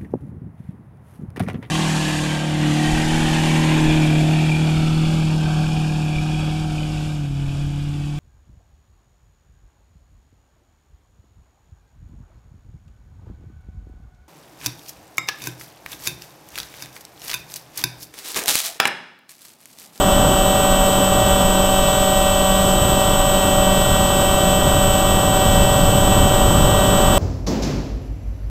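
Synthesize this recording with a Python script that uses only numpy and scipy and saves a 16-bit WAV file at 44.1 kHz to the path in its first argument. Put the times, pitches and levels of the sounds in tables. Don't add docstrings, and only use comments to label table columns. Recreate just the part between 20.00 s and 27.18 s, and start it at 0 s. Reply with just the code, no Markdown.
import sys
import numpy as np
from scipy import signal
from scipy.fft import rfft, irfft
from scipy.io import wavfile

SR = 44100
rng = np.random.default_rng(int(sys.argv[2]) if len(sys.argv) > 2 else 0)


def dump(signal):
    limited = np.clip(np.atleast_2d(signal).T, -1, 1)
    pcm = np.round(limited * 32767).astype(np.int16)
    wavfile.write(sys.argv[1], SR, pcm)


N = 316638
TIME = np.arange(N) / SR
SHAFT_HZ, BLADES = 190.56, 2


def from_db(db):
    return 10 ** (np.asarray(db) / 20)


def unit(x):
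    return x / np.sqrt(np.mean(x ** 2) + 1e-20)


def colour(x, spectrum):
    hz, db = np.transpose(spectrum)
    bins = np.fft.rfftfreq(N, 1 / SR)
    gain = from_db(np.interp(np.log(bins + 1), np.log(hz), db, right=-100))
    return unit(irfft(rfft(x) * gain, N))


def wander(rate_hz):
    steps = rng.standard_normal(4096)
    return unit(np.interp(TIME * rate_hz, np.arange(len(steps)), steps))


def tone(cycles, db, sway, drift_db=0.5):
    strength = from_db(db + drift_db * wander(3.51)) * (1 + sway * wander(8))
    return np.sqrt(2) * strength * np.cos(2 * np.pi * cycles)


def through_airframe(order, turns, smear_cycles=0.012, low_smear_cycles=0.09):
    return order * turns + smear_cycles * order ** 2 + low_smear_cycles * min(order, 9) ** 2


def motor(turns, load_db=0.55, ease_db_per_s=-0.19, shimmer=0.14, tremble_db=0.5):
    # order, level_db
    shaft_tones = [(1, -26.5), (2, -37), (3, -22.5), (4, -24.5), (5, -35), (6, -33.3), (7, -45), (8, -37.5),
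                   (9, -53.5), (10, -37.5), (11, -54), (12, -44.5), (13, -53.5), (14, -36.5), (15, -56),
                   (16, -39), (17, -59), (18, -34), (19, -58), (20, -39), (21, -60), (22, -46.5),
                   (24, -53.5), (25, -66), (26, -49.5), (27, -58), (28, -56), (29, -45.5), (30, -58),
                   (31, -46.3), (32, -58.5), (33, -59), (34, -51.5), (35, -49), (36, -52.5), (37, -63),
                   (38, -51), (39, -54.5), (40, -41.5), (41, -39.7), (42, -25.5), (43, -68), (44, -53),
                   (49, -55), (56, -58.5)]
    out = np.zeros(N)
    load = from_db(load_db * wander(7))
    for order, db in shaft_tones:
        low, buzzing = order <= 4, order < 28
        sway = 0.25 if order <= BLADES else 0.078 if buzzing else 0.012
        if low:
            db = db + ease_db_per_s * (TIME - TIME.mean())
        cycles = through_airframe(order, turns) + 0.05 * rng.standard_normal()
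        partial = tone(cycles, db, sway, drift_db=0.46 if buzzing else 0.17)
        if buzzing and order % BLADES == 0:
            partial *= 1 + shimmer * wander(70)
        if buzzing and not low:
            partial *= load
        out += partial
    return out * from_db(tremble_db * wander(65))


def flutter(turns, turns_per_beat=9, lead_cycles=0.17, slip_beats=0.11, jitter_beats=0.012):
    # order, offset_steps (rounded to whole flutter rates), level_db
    side_tones = [(3, 1, -32), (3, 2, -26), (4, 1.5, -43.5), (4, 3, -43.0), (5, -1, -46.8), (5, 1.5, -41),
                  (5, 2, -41), (5, 3, -39.5), (6, 1.5, -41), (6, 2, -45.5), (6, 3, -36.5), (7, -1, -50.2),
                  (7, 1, -47), (7, 3.5, -48.7), (7, 3.5, -49), (8, 2, -52.5), (8, 4, -47.5)]
    beats = turns / turns_per_beat + slip_beats * wander(1.214) + jitter_beats * wander(12)
    return sum(tone(through_airframe(order, turns) + round(steps) * beats + lead_cycles, db, sway=0.13)
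               for order, steps, db in side_tones)


def bearings():
    # pitch_hz, level_db
    bearing_tones = [(2353, -52), (2908, -55.5), (2912, -49), (2986, -35.5), (3024, -47), (3063, -46),
                     (3137, -31), (3221, -42.5), (4060, -54.5), (7601, -50)]
    return sum(tone(hz * TIME + rng.random(), db, sway=0.062) for hz, db in bearing_tones)


def blade_noise(turns, spectrum, puff, sharpness):
    passing = (0.5 + 0.5 * np.cos(2 * np.pi * BLADES * turns)) ** sharpness
    return colour(rng.standard_normal(N) * (1 + puff * passing), spectrum)


def airframe_rasp(turns, level_db=-32.5):
    # frequency_hz, relative_db
    resonance = [(1500, -42), (2200, -21), (2650, -5.5), (3100, 0), (3450, -6.2), (3800, -7), (4300, -21),
                 (5500, -33)]
    return from_db(level_db) * blade_noise(turns, resonance, puff=0.23, sharpness=2)


def tip_hiss(turns, level_db=-33.5):
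    # frequency_hz, relative_db
    hiss = [(2000, -38), (4400, -8), (5500, -6.5), (6500, -3.5), (7100, -4), (7700, 2.5), (8300, -3),
            (8900, -27.5), (9700, -7), (10300, -12.5), (11100, -23.5)]
    return from_db(level_db) * blade_noise(turns, hiss, puff=2.4, sharpness=6.9)


def slipstream(roughen_db_per_s=0.86):
    # time_s, strength_db
    airspeed = [(0, 3), (0.7, -0.3), (1.3, 0.5), (2.3, -5), (2.8, -2), (3.5, -1.4), (5.1, -1), (6.6, 2),
                (7.18, 3.1)]
    # middle_s, length_s, swell_db
    gusts = [(.26, 0.22, 5.5), (1.25, 0.26, 3), (2.874, .22, 4.5), (3.874, .4, 5.5), (4.68, .45, 6),
             (5.602, 1, 5.5), (6.198, 0.43, 3.5), (6.575, .28, 4.5)]
    # frequency_hz, relative_db
    thump = [(6, -4), (15, -5), (29, 7), (45, -.5), (62, -11), (120, -29)]
    buffet = [(25, -16), (55, -1.5), (100, -0.5), (130, -3), (240, -11.5), (480, -20), (900, -43)]
    rush = [(40, -20), (130, -1.5), (240, -0.5), (480, -4), (650, -3.5), (900, -6.5), (1100, -8),
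            (1400, -9.5), (1700, -17.5), (2000, -27), (2600, -43), (5000, -66)]
    flow_db = np.interp(TIME, *np.transpose(airspeed))
    gust_db = sum(db * np.exp(-(2 * (TIME - middle) / length) ** 2) for middle, length, db in gusts)
    rough_db = gust_db + roughen_db_per_s * (TIME - TIME.mean())
    thump_db = -22 + 0.37 * flow_db + 0.26 * rough_db + 0.8 * wander(8)
    buffet_db = -24.5 + 0.75 * flow_db + rough_db + wander(25)
    rush_db = -21.5 + 0.73 * flow_db + 0.58 * wander(60)
    layers = [(thump, thump_db), (buffet, buffet_db), (rush, rush_db)]
    return sum(from_db(db) * colour(rng.standard_normal(N), spectrum) for spectrum, db in layers)


def scene():
    turns = SHAFT_HZ * TIME + 0.0003 * wander(9)
    propeller = airframe_rasp(turns) + tip_hiss(turns)
    return (motor(turns) + flutter(turns) + bearings() + propeller + slipstream())[None]


def record(dry, mirror_trim_db=-0.1, cutoff_hz=15520):
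    hz = np.fft.rfftfreq(N, 1 / SR)
    top_octave = hz > SR / 4
    lower_band = irfft(rfft(dry) * ~top_octave, N)
    flipped = rfft(lower_band * (-1.0) ** np.arange(N))
    rolloff = np.tan(np.pi * np.maximum(hz, SR / 4) / SR) ** 2
    mirror = irfft(flipped * top_octave / rolloff, N)
    clipped = np.clip(lower_band + from_db(mirror_trim_db) * mirror, -0.95, 0.95)
    lowpass = signal.firwin(1023, cutoff_hz, window=("kaiser", 9), fs=SR)
    return signal.oaconvolve(clipped, lowpass[None], "same")


dry = scene()
out = record(dry)
dump(out)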